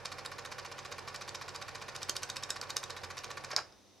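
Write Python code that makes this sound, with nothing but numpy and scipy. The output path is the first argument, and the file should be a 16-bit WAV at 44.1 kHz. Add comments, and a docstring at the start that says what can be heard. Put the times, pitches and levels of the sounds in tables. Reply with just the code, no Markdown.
"""A small film projector clatters in a room, about 15 frames a second, over its motor's hum and whirr.
At each frame the claw ticks in, knocks the chassis and drags the film, which slaps its gate and now
and then snaps taut, hardest between two and three seconds in. A hand bumps the housing and turns
the main knob: it rattles, clicks and clunks, and the motor stops."""
import sys
import numpy as np
from scipy import signal
from scipy.fft import rfft, irfft, next_fast_len
from scipy.io import wavfile
from scipy.ndimage import uniform_filter1d

SR = 44100
rng = np.random.default_rng(int(sys.argv[2]) if len(sys.argv) > 2 else 0)


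def digitize_waveform(pressure):
    """Quantize a signal to 16-bit integers and store it at the path in sys.argv[1].

    Rows of a 2-D input are taken as channels; values are limited to [-1, 1].
    """
    field = np.atleast_2d(pressure).T
    bounded = np.clip(field, -1, 1)
    quanta = np.round(bounded * 32767).astype(np.int16)
    wavfile.write(sys.argv[1], SR, quanta)


N = 176400
BLOW_GAIN = np.sqrt(0.00057 * SR)  # packs the energy of a 0.57 ms blow into one sample


def amp(db):
    return 10 ** (np.asarray(db) / 20)


def unit(x):
    return x / np.sqrt(np.mean(x ** 2) + 1e-20)


def along(points, hz):
    """A curve through (Hz, value) points on a log frequency axis, read at hz."""
    f, values = np.transpose(points)
    return np.interp(np.log(hz + 1), np.log(f + 1), values)


def filtered(x, response):
    """x through a complex frequency response."""
    size = next_fast_len(N + SR // 2)
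    return irfft(rfft(x, size) * response(np.fft.rfftfreq(size, 1 / SR)), size)[..., :N]


def coloured(x, spectrum):
    """x through a smooth EQ curve of unit power."""
    return filtered(x, lambda f: unit(amp(along(spectrum, f))))


def rung(x, modes):
    """x ringing a body's resonances, their joint response scaled to unit power."""
    def response(f):
        body = sum((-1) ** k * amp(db) * 1j * f * width / (hz * hz - f * f + 1j * f * width)
                   for k, (hz, width, db) in enumerate(modes))
        return body / np.sqrt(np.mean(abs(body) ** 2))
    return filtered(x, response)


def softened(x, corner_hz):
    """x without the treble that a blunt contact cannot excite."""
    return signal.sosfilt(signal.butter(4, corner_hz, fs=SR, output="sos"), x)


def varied(x, depth_db):
    """x with a colour that drifts at random, so no two contacts sound the same."""
    spectra = signal.stft(x, nperseg=128)[2]
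    drift = uniform_filter1d(rng.standard_normal(spectra.shape), size=3, axis=0)
    drift = uniform_filter1d(drift, size=24, axis=1)
    return signal.istft(spectra * unit(amp(depth_db * unit(drift))), nperseg=128)[1][:N]


def contacts(rows, rise_s=0.00007):
    """Rough contact forces: a noise burst for each (start in seconds, level in dB, decay in seconds)."""
    track, t = np.zeros(N + SR), np.arange(SR // 12) / SR
    for start, db, decay in rows:
        shape = np.exp(-t / decay) * (1 - np.exp(-t / rise_s))
        force = shape * unit(rng.uniform(-0.85, 1, len(t)))
        track[max(round(start * SR), 0):][:len(t)] += amp(db) * force / shape.max()
    return track[:N]


def pair(x):
    """Two unrelated signals blended into a partly alike left and right, at unit power."""
    # Stereo likeness. Each row: frequency in Hz, left-right correlation (clipped to +-1 below).
    likeness = [(50, 1.5), (130, -0.5), (500, 0.76), (2000, 0.78), (5000, 0.63), (12000, -0.4)]
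    angle = lambda f: np.arccos(np.clip(along(likeness, f), -1, 1)) / 2
    mid, side = filtered(x, lambda f: np.array([np.cos(angle(f)), np.sin(angle(f))]))
    return unit(np.array([mid + side, mid - side]))


def room_tone():
    """The bed: a soft, dark noise with faint steady bands of hiss."""
    # The quiet room's colour. Each row: frequency in Hz, relative level in dB.
    air_eq = [(25, -17), (50, -2), (100, -3.5), (160, -6.5), (300, 0.5), (620, -5), (1000, -9),
              (1600, -15.5), (4700, -13), (6100, -11.5), (7000, -22.5), (11000, -22), (16000, -33)]
    # Hiss bands. Each row: centre in Hz, width in Hz, relative level in dB.
    hiss_bands = [(3700, 150, 0), (5600, 220, -6), (6080, 260, -1)]
    air = pair(coloured(rng.standard_normal((2, N)), air_eq))
    hiss = pair(rung(rng.standard_normal((2, N)), hiss_bands))
    return amp(-63.5) * air + amp(-73.5) * hiss


def frame_times():
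    """The moments, in seconds, at which the claw enters the film."""
    # The claw's pace, with one longer gap between ticks near one second.
    # Each row: time in seconds, frame number.
    pace = [(.0496, 0), (.9814, 14), (1.0758, 15), (1.4797, 21), (1.9489, 28), (2.0854, 30), (2.3578, 34),
            (2.5586, 37), (2.8969, 42), (3.1693, 46), (3.5041, 51)]
    times, numbers = np.transpose(pace)
    return np.interp(np.arange(numbers[-1] + 1), numbers, times)


def motor(stop_s=3.591, fade_db_per_s=112):
    """Drive hum and gear whirr die away after the switch; a faint mains hum stays on."""
    # The drive's hum. Each row: multiple of the frame rate, level in dB.
    orders = [(3, -68.5), (6, -65.5), (9, -64.5)]
    # Mains hum. Each row: pitch in Hz, dB of the part that dies with the motor, dB of the steady part.
    mains_tones = [(100, -73.5, -79), (201.6, -89.5, -76.5)]
    # The gears' colour. 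Each row: frequency in Hz, relative level in dB.
    whirr_eq = [(25, -30), (72, -7.5), (105, 1), (170, -6.5), (260, -8.5), (400, -3.5), (560, -0.5),
                (660, -3.5), (1300, -4.5), (1800, -8.5), (2400, -8), (3300, -15.5), (5000, -16),
                (9000, -29.5), (11300, -29), (16000, -63)]
    # The casing, rung by the gears. Each row: pitch in Hz, width in Hz, relative level in dB.
    casing_modes = [(370.4, 9.6, 0), (429, 44, -8), (479.6, 59, 1), (580.5, 11.2, 5.5), (772, 46, 1),
                    (973, 47, -1.5), (1113, 41, -2), (1187, 12, -14), (1453, 25, -1.5), (1770, 105, -6)]
    t = np.arange(N) / SR
    running = amp(-fade_db_per_s * np.maximum(t - stop_s, 0))
    starts = frame_times()
    frame_rate = np.interp(t, starts[1:], signal.medfilt(1 / np.diff(starts)))
    phase = 2 * np.pi * np.cumsum(frame_rate) / SR
    hum = sum(np.sqrt(2) * amp(db) * np.sin(k * phase + rng.uniform(0, 2 * np.pi)) for k, db in orders)
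    mains = sum(np.sqrt(2) * (amp(motor_db) * running + amp(steady_db)) * np.sin(2 * np.pi * hz * t)
                for hz, motor_db, steady_db in mains_tones)
    flutter = amp(0.4 * unit(uniform_filter1d(rng.standard_normal(N), size=130)))
    gears = lambda: flutter * rng.standard_normal((2, N))
    whirr = amp(-52.5) * pair(coloured(gears(), whirr_eq))
    casing = amp(-55) * pair(rung(gears(), casing_modes))
    return running * (hum + whirr + casing) + mains


def bump(start_s=3.02):
    """The hand meets the housing as it takes the knob: a soft low thud that swells and dies."""
    # The housing's modes. Each row: pitch in Hz, peak level in dB, swell in seconds.
    housing_modes = [(88, -55, .026), (165, -59, .01)]
    t = np.maximum(np.arange(N) / SR - start_s, 0)
    return sum(amp(db) * t / swell * np.exp(1 - t / swell) * np.sin(2 * np.pi * hz * t)
               for hz, db, swell in housing_modes)


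def knob(switch_s=3.5637, switch_db=-13.5):
    """The knob's cam rattles, its spring snaps over in one clean blow and the lever clunks the panel."""
    # The knob's contacts. Each row: start in seconds, click in dB, clunk in dB, decay in seconds.
    hits = [(3.513, -39, -45, 0.0043), (3.5193, -47, -37, 0.0041), (3.5295, -50, -31, 0.0031),
            (3.5325, -44, -39, 0.0034), (3.5632, -27.5, -28.5, 0.001), (3.5682, -36, -35.5, 0.0021),
            (3.5760, -38, -28, .0016), (3.5792, -34, -29.5, 0.00075), (3.5818, -47, -30.5, 0.0027),
            (3.5880, -39, -30.5, 0.0022), (3.5990, -48, -41, 0.0097), (3.7230, -55, -56.5, 0.0011)]
    # The switch spring's bright ring. Each row: pitch in Hz, width in Hz, relative level in dB.
    spring_modes = [(1950, 500, -17), (3900, 280, -6), (4800, 560, 1.5), (5350, 540, 2), (6700, 500, -9),
                    (8000, 800, -18), (11300, 1000, -23)]
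    # The front panel's hollow ring. Each row: pitch in Hz, width in Hz, relative level in dB.
    panel_modes = [(470, 115, -10), (606, 35, -3.5), (771, 32, 4), (948, 38, 1), (1116, 61, 2.5),
                   (1340, 130, -0.5), (1606, 104, -2.5), (1790, 120, -7.5), (2280, 580, -9)]
    clicks = contacts([(start, db, decay) for start, db, _, decay in hits], rise_s=0.0005)
    clicks[round(switch_s * SR)] += amp(switch_db) * BLOW_GAIN
    clunks = contacts([(start, db, decay) for start, _, db, decay in hits])
    spring = softened(rung(clicks, spring_modes), corner_hz=12800)
    panel = softened(rung(clunks, panel_modes), corner_hz=3600)
    return spring + panel


def film_rustle(rubs_per_s=45, level_db=-58, decay_s=0.0035):
    """Loose loops of film rub softly at uneven moments for as long as the claw runs."""
    slots = np.arange(0, frame_times()[-1], 1 / rubs_per_s)
    rubs = [(slot + rng.normal() / rubs_per_s, rng.normal(level_db, 1.5), decay_s) for slot in slots]
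    # The rustle's papery colour. Each row: frequency in Hz, relative level in dB.
    rustle_eq = [(1000, -14), (3300, -12), (4500, -1), (5150, 0), (5900, -9), (8000, -19), (15000, -48)]
    return coloured(contacts(rubs, rise_s=0.0073), rustle_eq)


def film_snaps(slap_db=-47.5, slap_decay_s=0.0032, snap_decay_s=0.0021, crack_decay_s=0.0013):
    """The film slaps its gate twice a frame and sometimes snaps taut: the harder, the brighter."""
    # The two soft slaps. Each row: earliest and latest delay after the claw's tick, in seconds.
    slap_windows = [(.005, .010), (.009, .015)]
    # The hard snaps. Each row: start in seconds, level in dB.
    snap_hits = [(0.0557, -33), (0.2598, -33.5), (1.16, -39), (1.2910, -38), (1.348, -37), (1.56, -37),
                 (1.9620, -36), (2.03, -32.5), (2.0947, -23.5), (2.1652, -29.5), (2.2314, -30.5),
                 (2.299, -32), (2.3665, -32.5), (2.435, -32), (2.504, -27.5), (2.613, -34.5),
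                 (2.703, -31.5), (2.7666, -26), (2.7760, -39.5), (2.838, -36), (2.9037, -37.5),
                 (3.0464, -44.5), (3.1880, -37), (3.243, -36), (3.4464, -38.5)]
    # The ring of film and gate. Each row: pitch in Hz, width in Hz, relative level in dB.
    gate_modes = [(1236, 126, -5), (1510, 61, 0), (2600, 640, -8), (3740, 260, 0), (4450, 420, -1.5),
                  (5200, 650, -0.5), (6200, 700, -3.5), (7720, 600, -7.5)]
    # A snap's dry crack. Each row: frequency in Hz, relative level in dB.
    crack_eq = [(800, -6), (1500, -2), (2500, -7), (5500, 1), (8000, 2), (9200, -3), (10500, -1.5),
                (12500, -9), (16000, -23)]
    slaps = [(start + rng.uniform(*window), rng.normal(slap_db, 4.5), slap_decay_s)
             for start in frame_times() for window in slap_windows]
    snaps = [(start, db, snap_decay_s) for start, db in snap_hits]
    hardest_db = max(db for _, db in snap_hits)
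    # The crack sits 2.5 dB under the hardest snap and falls further behind on softer ones.
    cracks = [(start, db - 2.5 - 0.45 * (hardest_db - db), crack_decay_s) for start, db in snap_hits]
    force = contacts(slaps + snaps, rise_s=0.0005)
    crack = coloured(contacts(cracks, rise_s=0.0005), crack_eq)
    gate = varied(rung(force, gate_modes), depth_db=1.3)
    return softened(gate, corner_hz=12000) + crack


def claw(tick_db=-46, tick_decay_s=0.0014, drag_db=-45.5, drag_s=0.015, knock_corner_hz=3620):
    """At each frame the claw ticks in, knocks the chassis and gives the film a short gritty drag."""
    # The knocks within one frame. Each row: delay in seconds, level in dB.
    knocks = [(.0015, -32.5), (.007, -38), (.023, -41.5), (.030, -45)]
    # The chassis' ring. Each row: pitch in Hz, width in Hz, relative level in dB.
    chassis_modes = [(492, 37, -6), (1030, 110, -1.5), (1145, 34, 7.5), (1410, 70, -3.5), (1543, 49, -1.5),
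                     (1810, 70, -3), (2400, 110, -3), (2990, 430, -19)]
    # The colours of the tick and of the drag. Each row: frequency in Hz, relative level in dB.
    tick_eq = [(500, -4), (1500, 2), (4000, 9.5), (7000, -10), (9000, -2.5), (11500, 0.5), (13000, -9),
               (16000, -18)]
    drag_eq = [(400, -5), (1200, 3), (2300, 1), (3100, -3.5), (4000, 2), (5300, 1), (7000, -6.5),
               (9000, -16), (11500, -15), (15000, -42)]
    starts = frame_times()
    scatter_db = lambda: rng.normal(0, 1)
    ticks = contacts([(start, tick_db + scatter_db(), tick_decay_s) for start in starts])
    blows, pulls = np.zeros(N), np.zeros(N)
    progress = np.linspace(0, 1, round(drag_s * SR))
    arch = np.sqrt(4 * progress * (1 - progress))
    for start in starts:
        for delay, db in knocks:
            knock_s = start + delay + rng.normal(0, 0.0003)
            blows[round(knock_s * SR)] += amp(db + scatter_db()) * BLOW_GAIN
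        pulls[round(start * SR):][:len(arch)] = amp(drag_db + scatter_db()) * arch
    grit = unit(rng.standard_normal(N) * rng.exponential(size=N))
    blows = filtered(blows, lambda f: 1 / (1 + 1j * f / knock_corner_hz))
    return coloured(ticks, tick_eq) + rung(blows, chassis_modes) + coloured(pulls * grit, drag_eq)


def room(x, tail_db=-13, walls_db=-9, walls_decay_s=0.018):
    """The direct sound, widened, with dense first reflections off the walls and a short tail."""
    # The room's decay. Each row: frequency in Hz, seconds to fall by 60 dB.
    decay_times = [(150, 1), (1000, 0.23), (5000, 0.26), (12000, 0.23)]
    # The direct sound's width. Each row: frequency in Hz, side level in dB.
    spread = [(100, -1), (4000, -26), (6500, -13), (9000, -4), (13000, -0.5)]
    hz, t, spectra = signal.stft(rng.standard_normal((2, SR // 2)), SR, nperseg=256)
    fade = amp(-60 * t / along(decay_times, hz)[:, None])
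    tail = signal.istft(spectra * fade, SR, nperseg=256)[1]
    age = np.arange(tail.shape[1]) / SR
    walls = rng.standard_normal(tail.shape) * np.exp(-age / walls_decay_s) * (age > 0.002)
    impulse = amp(tail_db) * tail / np.linalg.norm(tail[0])
    impulse += amp(walls_db) * walls / np.linalg.norm(walls[0])
    wet = signal.fftconvolve(x[None], impulse, axes=1)[:, :N]
    side = filtered(x, lambda f: 1j * amp(along(spread, f)))
    return np.array([x + side, x - side]) + pair(wet) * wet.std()


def scene():
    """The projector in its room, a little to the right, over the room tone."""
    # The projector's pan. Each row: frequency in Hz, left minus right in dB.
    balance = [(30, -9), (60, -7), (110, -11.5), (200, -5.5), (380, -7.5), (700, -1.5), (2400, -1.3),
               (7000, -2.5), (12000, -0.5)]
    bed = room_tone()
    projector = room(claw() + film_snaps() + film_rustle() + knob()) + bump() + motor()
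    pan = lambda f: amp(np.array([[0.5], [-0.5]]) * along(balance, f))
    return filtered(projector, lambda f: pan(f) / pan(f).mean(axis=0)) + bed


def record(dry):
    """Rolls off the deepest bass and cuts the very top of the treble."""
    low_cut_hz, top_hz = 49, 16100
    return filtered(dry, lambda hz: (hz < top_hz) * hz ** 4 / np.sqrt(hz ** 8 + low_cut_hz ** 8))


dry = scene()
out = record(dry)
digitize_waveform(out)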